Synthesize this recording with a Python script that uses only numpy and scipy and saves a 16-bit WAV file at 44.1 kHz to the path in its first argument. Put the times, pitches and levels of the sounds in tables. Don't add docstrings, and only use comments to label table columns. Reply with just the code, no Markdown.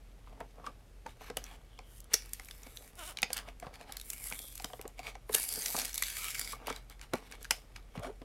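import sys
import numpy as np
from scipy import signal
from scipy.fft import rfft, irfft
from scipy.io import wavfile
from scipy.ndimage import uniform_filter1d

SR = 44100
rng = np.random.default_rng(int(sys.argv[2]) if len(sys.argv) > 2 else 0)


def unload_audio(sound):
    columns = np.transpose(np.atleast_2d(sound))
    steps = np.round(np.clip(columns, -1, 1) * 32767)
    wavfile.write(sys.argv[1], SR, steps.astype(np.int16))


def invert_db(level):
    return 10 ** (np.asarray(level, dtype=float) / 20)


N = 363384

# (frequency [Hz], density [dB per Hz])
AIR_SPECTRUM = [(35, -55.5), (60, -3.5), (194, -15), (615, -21), (940, -30.5), (1270, -28.5),
                (13000, -39.5), (16500, -55.5)]
AIR_DB = -63
# (centre [Hz], width [Hz], level [dB])
FAN_RUMBLE = [(28, 9.8, -66.5), (44.6, 14.7, -61), (119.7, 7, -71)]
FAN_HZ, FAN_DB = 43.8, -56.2
# (frequency [Hz], decay time T60 [s])
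ROOM_DECAY = [(300, 0.08), (800, 0.14), (2300, 0.17), (5500, 0.22), (9000, 0.04), (15000, 0.11)]
# (delay [s], level [dB])
REFLECTIONS = [
    (.0031, -21),
    (0.0118, -20),
]

# (frequency [Hz], width [Hz], level [dB])
CARD_MODES = [(180, 130, -8), (288, 35, 0), (464.7, 34, 3), (756, 195, 1), (900, 175, -2.5),
              (1185, 144, -4)]
# (frequency [Hz], width [Hz], level [dB])
SHELL_MODES = [(2330, 60, -8.5), (3304, 264, -4), (5020, 167, -23), (6790, 67, -12.5), (1750, 110, -40.5)]
# (frequency [Hz], width [Hz], level [dB])
FIBRE_MODES = [(7800, 1000, 0.5), (10000, 1300, 9.5), (12700, 1200, 4), (14550, 250, -13),
               (14400, 3300, -24.5)]

# (time [s], peak [dB], ring [Hz])
KNOCKS = [(0.272, -46.5, 1100), (0.326, -49, 600), (0.404, -33, 900), (0.642, -39.5, 1150),
          (0.667, -31, 1167), (1.061, -33.5, 900), (1.215, -43, 720), (1.368, -28, 733), (1.789, -43, 750),
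          (3.229, -29.5, 800), (3.302, -34.5, 780), (3.48, -40, 665), (3.6247, -35.5, 690),
          (3.667, -37, 736), (3.811, -43.5, 700), (3.893, -39, 800), (4.313, -37.5, 1340),
          (4.6, -42.5, 756), (4.645, -40.5, 733), (4.7, -43, 740), (4.733, -37, 730), (4.991, -37, 725),
          (5.153, -40.5, 780), (5.745, -30, 746), (5.777, -32.5, 770), (6.53, -34, 1185),
          (6.701, -28, 1260), (7.507, -32.5, 876), (2.397, -43.5, 750), (1.281, -47, 1100)]
# (time [s], peak [dB], ring [Hz])
FLEXES = [(1.3, -32.5, 470), (2.136, -33.5, 460), (3.667, -38, 100), (4.793, -36, 434), (4.853, -35, 460),
          (5.294, -28.5, 425), (5.347, -27.5, 424), (6.672, -33, 476), (7.134, -22, 371),
          (7.137, -25.5, 230), (7.953, -37, 580), (7.975, -30, 125), (8.216, -38.5, 240),
          (7.99, -34.5, 106), (2.665, -42, 260), (4.645, -38, 200), (6.61, -46, 270), (4.439, -49, 450),
          (0.409, -34, 644)]

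# (time [s], slip rate [Hz], level [dB])
CREAK = [(2.972, 385, -70), (2.985, 360, -51), (3.01, 342, -49), (3.045, 288, -50), (3.063, 340, -60),
         (3.082, 378, -51), (3.1, 325, -51), (3.12, 258, -53), (3.135, 250, -66)]
# (frequency [Hz], width [Hz], level [dB])
CREAK_MODES = [(700, 480, -6.5), (1454, 340, -3.5), (3100, 270, -6)]
# (start [s], end [s], start pitch [Hz], end pitch [Hz], level [dB])
PANEL_RINGS = [(0.547, 0.733, 1120, 1150, -68), (1.613, 2.117, 3120, 3100, -69.5),
               (2.2, 2.96, 12400, 12500, -67), (4.058, 4.3, 2410, 2180, -65),
               (4.33, 4.558, 3640, 3340, -61.5), (4.204, 4.563, 11700, 12000, -60),
               (5.327, 5.403, 1700, 1730, -47.5), (5.472, 5.647, 4840, 4700, -51),
               (6.06, 6.175, 1750, 1770, -60.5), (6.17, 6.44, 2400, 2230, -56),
               (6.174, 6.31, 1440, 1250, -52), (6.36, 6.535, 4550, 4900, -57.5),
               (8.011, 8.11, 656, 590, -45.5), (8.015, 8.09, 1370, 1510, -54),
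               (8.052, 8.115, 248, 484, -47)]

# (time [s], peak [dB], ring [Hz])
EDGE_CRACKS = [(0.403, -42.5, 1730), (1.3697, -21.5, 3010), (2.135, -18, 2750), (2.333, -21.5, 5700),
               (3.2188, -29, 3480), (3.2295, -29.5, 2510), (3.3305, -19, 4900), (3.3683, -23, 2580),
               (3.5991, -38, 2190), (3.922, -31, 3660), (3.9683, -24.5, 3660), (3.9978, -31.5, 3840),
               (4.0132, -30, 3740), (4.1013, -24, 6560), (4.132, -28.5, 2450), (4.39, -30.5, 3520),
               (4.5773, -30.5, 3400)]
# (time [s], peak [dB], ring [Hz])
RIP_CRACKS = [(4.813, -31, 2320), (4.8775, -32, 7300), (5.2924, -38, 2230), (5.3244, -34, 1850),
              (5.3287, -29, 3850), (5.339, -23, 4000), (5.344, -16.5, 3500), (5.3464, -10.5, 3160),
              (5.8528, -23.5, 6040), (5.943, -22.5, 5500), (5.9558, -27, 5840), (5.978, -18, 3730),
              (6.0228, -16, 2090), (6.2337, -33, 2140), (6.383, -32, 4940), (6.3937, -21.5, 2140),
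              (6.898, -38.5, 4560), (7.428, -36.5, 4340)]
# (time [s], peak [dB], ring [Hz])
FULL_SNAPS = [(1.4403, -31.5, 5800), (2.1392, -9, 5760), (2.3967, -30.5, 2120), (2.486, -38, 2300),
              (2.51, -30, 3580), (2.6694, -41, 2400), (2.7713, -32, 3820), (3.7404, -40, 2050),
              (4.644, -22.5, 3240), (5.6204, -24.5, 6400), (5.6593, -20, 5670), (5.681, -24.5, 5010),
              (5.8158, -25, 5850), (5.9294, -31, 5900), (6.035, -22.5, 3630), (6.670, -26, 1860),
              (6.762, -34.5, 4100), (7.1355, -24.5, 1380), (7.5079, -11.5, 2460), (7.445, -33, 1584), ]
# (time [s], peak [dB], ring [Hz])
POPS = [(0.6647, -33.5, 1530), (1.064, -38, 1580), (1.3004, -34, 1640), (1.7895, -40.5, 2330),
        (2.6325, -39, 6200), (3.171, -25.5, 3730), (3.1863, -26, 2470), (3.2293, -13.5, 2480),
        (3.3035, -32.5, 2480), (3.487, -36.5, 2180), (4.3232, -26, 2350), (4.5983, -35.5, 2200),
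        (4.733, -36, 3230), (4.992, -32.5, 2200), (5.1527, -40, 2220), (5.7653, -22.5, 6160),
        (6.351, -28.5, 2300), (6.446, -32, 4830), (6.7002, -28.5, 2350), (6.9945, -42, 2230),
        (7.0133, -35.5, 1660), (7.4514, -31, 1660), (7.3224, -33, 1800), (7.76, -38, 2230),
        (7.762, -34, 1590)]
# (time [s], peak [dB])
TICKS = [(2.0033, -37.5), (2.0426, -43), (2.2927, -46), (2.447, -39), (4.554, -29.5), (5.361, -24),
         (5.3817, -23), (5.3981, -23), (5.42, -26), (5.4296, -24.5), (5.4887, -24), (5.525, -25),
         (5.5375, -24), (5.5583, -23.5), (5.59, -28), (5.733, -28), (5.95, -27), (7.314, -41.5),
         (7.995, -43.5), (1.98, -47), (2.2588, -42), (5.3483, -13), (2.954, -43), (4.18, -37),
         (4.2402, -30.5), (4.2837, -32), (4.2997, -30.5), (4.4179, -35), (4.427, -39), (4.477, -42)]
TICK_HZ = 4900
CRACK_TREBLE_DB, SNAP_TREBLE_DB, POP_TREBLE_DB, TICK_TREBLE_DB = -1, -7.5, -25, 5

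# (start [s], hold [s], fizz [dB], sag over the hold [dB], shell over fizz [dB])
TEARS = [(1.869, 0.11, -68.5, -7.5, -5), (2.24, 0.65, -66.5, -3, 0), (2.987, 0.11, -54.5, -5, -1.5),
         (4.055, 0.096, -55, -6, -11), (4.187, 0.083, -54.5, -13.5, -9.5), (4.294, .23, -48, 5.5, -7),
         (4.554, .23, -55, 6, -4.5), (5.349, 0.17, -35.5, 9.5, -7.5), (5.523, 0.258, -40.5, -0.5, -5.5),
         (5.797, 0.12, -39, 13.5, 1), (5.957, 0.039, -46.5, 0.5, 0.5), (6.037, 0.12, -43.5, 7, 0),
         (6.172, 0.14, -43, 2, 0.5), (6.355, .17, -46.5, 2.5, 0), (7.422, 0.028, -66, 17, 7)]
# (start [s], hold [s], scrape [dB])
SQUEEZES = [(0.661, 0.01, -57.5), (1.072, 0.036, -61.5), (1.212, 0.069, -59.5), (1.442, 0.11, -61.5),
            (2.122, 0.022, -52.5), (2.63, .04, -68), (3.178, .02, -62), (3.306, 0.037, -54.5),
            (3.364, 0.024, -48.5), (3.479, 0.01, -58.5), (3.63, 0.047, -64.5), (3.744, 0.0076, -58),
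            (3.799, 0.024, -60), (3.881, 0.075, -60.5), (4.32, 0.014, -56), (4.984, 0.017, -59),
            (5.04, 0.023, -53), (5.073, 0.017, -46.5), (6.23, 0.044, -57), (6.57, .08, -70),
            (6.677, 0.022, -46), (6.725, 0.057, -55), (6.911, 0.0071, -60.5), (7.027, 0.0067, -54.5),
            (7.137, 0.039, -58), (7.223, 0.052, -63), (7.313, 0.032, -59.5), (7.76, 0.013, -62.5),
            (7.955, 0.015, -62.5), (8.034, 0.034, -54.5)]
# (start [s], hold [s], rub [dB])
SLIDES = [(.275, 0.16, -62), (0.583, 0.093, -57.5), (1.21, 0.082, -63), (1.43, .14, -61.5),
          (2.492, 0.5, -67.5), (3.132, 0.08, -59.5), (3.398, 0.099, -55), (3.627, 0.31, -59),
          (4.6, 0.23, -64.5), (5.573, 0.14, -54.5), (5.802, 0.052, -52.5), (6.355, 0.2, -60),
          (6.625, 0.089, -51.5), (6.7, 0.028, -61), (7.17, 0.24, -64.5), (7.558, 0.35, -67.5),
          (7.955, 0.025, -61), (8.045, 0.053, -52.5)]
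# (rise [dB per s], fall [dB per s])
TEAR_SLOPES, SQUEEZE_SLOPES, SLIDE_SLOPES = (480, 420), (810, 486), (380, 310)
TEAR_RUB_DB = -20
SQUEEZE_FIZZ_DB, SQUEEZE_SHELL_DB, SQUEEZE_RUB_DB = -8, -1.5, -4
# (level under the peak [dB], rise [dB per s], fall [dB per s])
AFTER_CRACK, AFTER_THUMP = (-34.5, 2700, 222), (-17.5, 1800, 400)
AFTER_FIZZ_DB = -2
REST_DB = (-84, -79.5, -72.5, -78)


def evened(x):
    return x / np.sqrt(np.mean(x ** 2) + 1e-20)


def peaked(x):
    return x / np.abs(x).max()


def read(points, hz):
    f, value = np.transpose(points)
    return np.interp(np.log(hz + 1), np.log(f + 1), value)


def add(mix, s, sound):
    part = mix[round(s * SR):][:len(sound)]
    part += sound[:len(part)]


def resonate(x, hz, width):
    pole = np.exp((2j * np.pi * hz - np.pi * width) / SR)
    return 2 * signal.lfilter([1 - abs(pole)], [1, -pole], x).real


def body(x, modes, scale=0.96):
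    total = 0
    for k, (hz, width, db) in enumerate(modes):
        total = total + (-1) ** k * invert_db(db) * resonate(x, hz * scale, width)
    return total


def band(x, lo_hz, hi_hz):
    return signal.sosfilt(signal.butter(2, [lo_hz, hi_hz], "band", fs=SR, output="sos"), x)


def wander(size, shape):
    once = uniform_filter1d(rng.standard_normal(shape), size)
    return evened(uniform_filter1d(once, size))


def room_tone():
    hz = np.fft.rfftfreq(N, 1 / SR)
    hiss = irfft(rfft(rng.standard_normal(N)) * invert_db(read(AIR_SPECTRUM, hz)), N)
    tone = invert_db(AIR_DB) * evened(hiss)
    for f, width, db in FAN_RUMBLE:
        rumble = resonate(resonate(rng.standard_normal(N), f, width), f, width)
        tone = tone + invert_db(db) * evened(rumble)
    motor = np.sin(2 * np.pi * FAN_HZ * np.arange(N) / SR)
    return tone + invert_db(FAN_DB) * evened(motor)


def room(x):
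    taps = np.zeros(SR // 2)
    at = np.arange(300, SR // 2 - 20, 20)
    taps[at + rng.integers(0, 20, at.shape)] = rng.choice([-1., 1.], at.shape)
    hz, t, z = signal.stft(taps, SR, nperseg=128)
    t60 = read(ROOM_DECAY, hz)[:, None]
    tail = signal.istft(z * invert_db(-60 * t / t60), SR, nperseg=128)[1]
    wet = invert_db(-17) * signal.fftconvolve(x, tail / np.linalg.norm(tail))[:N]
    for s, db in REFLECTIONS:
        add(wet, s, invert_db(db) * x)
    return wet


def thump(db, hz, chance):
    t = np.arange(len(chance)) / SR
    t60 = 0.02 + 3 / hz
    push = chance * (1 - np.exp(-t / 0.00094)) * np.exp(-t / 0.0035)
    main = resonate(push, hz, 1.96 / t60)
    others = body(push, CARD_MODES, scale=1.098) + 0.46 * push
    both = peaked(main) + 1.9 * peaked(others)
    return invert_db(db) * peaked(band(both, 0.32 * hz, 2200))


def creak(chance):
    s, hz, db = np.transpose(CREAK)
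    t = s[0] + np.arange(len(chance)) / SR
    jitter = 1 + 0.32 * uniform_filter1d(chance, size=60)
    turns = np.cumsum(np.interp(t, s, hz) * jitter) / SR
    slips = np.diff(np.floor(turns), prepend=0) * invert_db(1.9 * chance)
    return evened(body(slips, CREAK_MODES)) * invert_db(np.interp(t, s, db)) * (t < s[-1])


def panel_ring(start, end, start_hz, end_hz, db, drive):
    x = drive[round(start * SR):round(end * SR)]
    hz = np.linspace(start_hz, end_hz, len(x))
    turn = np.exp(2j * np.pi * np.cumsum(hz) / SR)
    r = np.exp(-np.pi * (0.16 * start_hz + 80) / SR)
    smooth = signal.lfilter([1], np.convolve([1, -r], [1, -r]), x / turn)
    sung = (turn * smooth).real
    return invert_db(db) * evened(sung) * signal.windows.tukey(len(x), 0.4)


def snap(db, treble_db, hz, chance):
    t = np.arange(chance.shape[1]) / SR
    slip = 0.0011 + 0.0057 * invert_db(0.37 * db)
    burst = (1 - np.exp(-t / (0.058 * slip))) * np.exp(-(t / slip) ** 2)
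    in_shell, in_air = chance * abs(chance[0]) * burst
    facet = resonate(in_shell, hz, 0.082 * hz + 100)
    middle = peaked(facet + 0.26 * body(in_shell, SHELL_MODES) + 0.19 * band(in_shell, 1360, 7500))
    top = peaked(band(body(in_air, FIBRE_MODES) + 0.94 * in_air, 4100, 14050))
    share = min(invert_db(treble_db), 1.)
    return invert_db(db) * peaked(np.sqrt(1.03 - share ** 2) * middle + share * top)


def effort(t, start, hold, db, sag_db, rise, fall):
    late = t[:, None] - start
    onset = rise * np.maximum(-late, 0)
    release = fall * np.maximum(late - hold, 0)
    level = db - onset - release - sag_db * np.clip(late / hold, 0, 1)
    return (invert_db(level) ** 2).sum(1)


def motions():
    t = np.arange(0, N + 64, 64) / SR
    start, hold, db, sag_db, shell_db = np.transpose(TEARS)
    tear = effort(t, start, hold, db, sag_db, *TEAR_SLOPES)
    tear_shell = effort(t, start, hold, db + shell_db, sag_db, *TEAR_SLOPES)
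    squeeze = effort(t, *np.transpose(SQUEEZES), 0, *SQUEEZE_SLOPES)
    slide = effort(t, *np.transpose(SLIDES), 0, *SLIDE_SLOPES)
    s, db, _ = np.transpose(EDGE_CRACKS + RIP_CRACKS + FULL_SNAPS)
    rustle = effort(t, s + 0.002, 0.0021, db + AFTER_CRACK[0], 0, *AFTER_CRACK[1:])
    s, db, _ = np.transpose(KNOCKS + FLEXES)
    shove = effort(t, s + 0.004, 0.0054, db + AFTER_THUMP[0], 0, *AFTER_THUMP[1:])
    fizz = tear + invert_db(2 * SQUEEZE_FIZZ_DB) * squeeze + invert_db(2 * AFTER_FIZZ_DB) * rustle
    shell = tear_shell + invert_db(2 * SQUEEZE_SHELL_DB) * squeeze + rustle
    rub = slide + shove + invert_db(2 * TEAR_RUB_DB) * tear + invert_db(2 * SQUEEZE_RUB_DB) * squeeze
    now = np.arange(N) / SR
    return [np.interp(now, t, np.sqrt(power + invert_db(2 * rest_db)))
            for power, rest_db in zip((fizz, shell, rub, squeeze), REST_DB)]


def fibres(per_s, spread_db, clump_db):
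    clumps = np.clip(wander(size=70, shape=N), 0, 2.6) ** 2 + 0.5 * wander(size=900, shape=N)
    size = invert_db(spread_db * np.minimum(rng.exponential(1, N), 4) + clump_db * clumps)
    return evened(size * (rng.random(N) < per_s / SR))


def bent(x, patchy_db):
    z = signal.stft(x, nperseg=256)[2]
    patches = evened(uniform_filter1d(wander(size=36, shape=z.shape), size=2, axis=0))
    return evened(signal.istft(z * invert_db(patchy_db * patches), nperseg=256)[1][:N])


def peel():
    fizz, shell, rub, squeeze = motions()
    breaks = fibres(per_s=9000, spread_db=2.5, clump_db=1.9)
    in_air, in_shell = breaks * rng.choice([-1., 1.], (2, N))
    slides = fibres(per_s=2500, spread_db=0.5, clump_db=2.5) * rng.choice([-1., 1.], N)
    slides = slides + 0.088 * in_shell
    top = bent(band(body(in_air, FIBRE_MODES) + 0.6 * in_air, 6000, 17500), patchy_db=2.6)
    middle = bent(band(body(in_shell, SHELL_MODES) + 0.35 * in_shell, 1500, 7500), patchy_db=2.8)
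    low = bent(band(body(slides, CARD_MODES) + 0.2 * slides, 130, 1500), patchy_db=2.2)
    pack = fizz * top + shell * middle + rub * low
    pack += squeeze * evened(band(middle + low, 850, 3970))
    for row in PANEL_RINGS:
        add(pack, row[0], panel_ring(*row, in_shell))
    return pack


def scene():
    tone, pack = room_tone(), peel()
    ticks = [row + (TICK_HZ,) for row in TICKS]
    for rows, treble_db in ((EDGE_CRACKS, CRACK_TREBLE_DB), (RIP_CRACKS, CRACK_TREBLE_DB),
                            (FULL_SNAPS, SNAP_TREBLE_DB), (POPS, POP_TREBLE_DB), (ticks, TICK_TREBLE_DB)):
        for (s, db, hz), chance in zip(rows, rng.standard_normal((30, 2, 1200))):
            add(pack, s, snap(db, treble_db, hz, chance))
    for rows in (KNOCKS, FLEXES):
        for (s, db, hz), chance in zip(rows, rng.standard_normal((30, 5000))):
            add(pack, s, thump(db, hz, chance))
    add(pack, CREAK[0][0], creak(rng.standard_normal(8000)))
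    return (pack + room(pack) + tone)[None]


def roll_off(x):
    return signal.sosfilt(signal.butter(12, 16960, fs=SR, output="sos"), x)


def record(dry):
    edge = signal.firwin(255, 15950, window=("kaiser", 6), fs=SR)
    mix = signal.oaconvolve(dry, edge[None], "same")
    return roll_off(mix)


dry = scene()
out = record(dry)
unload_audio(out)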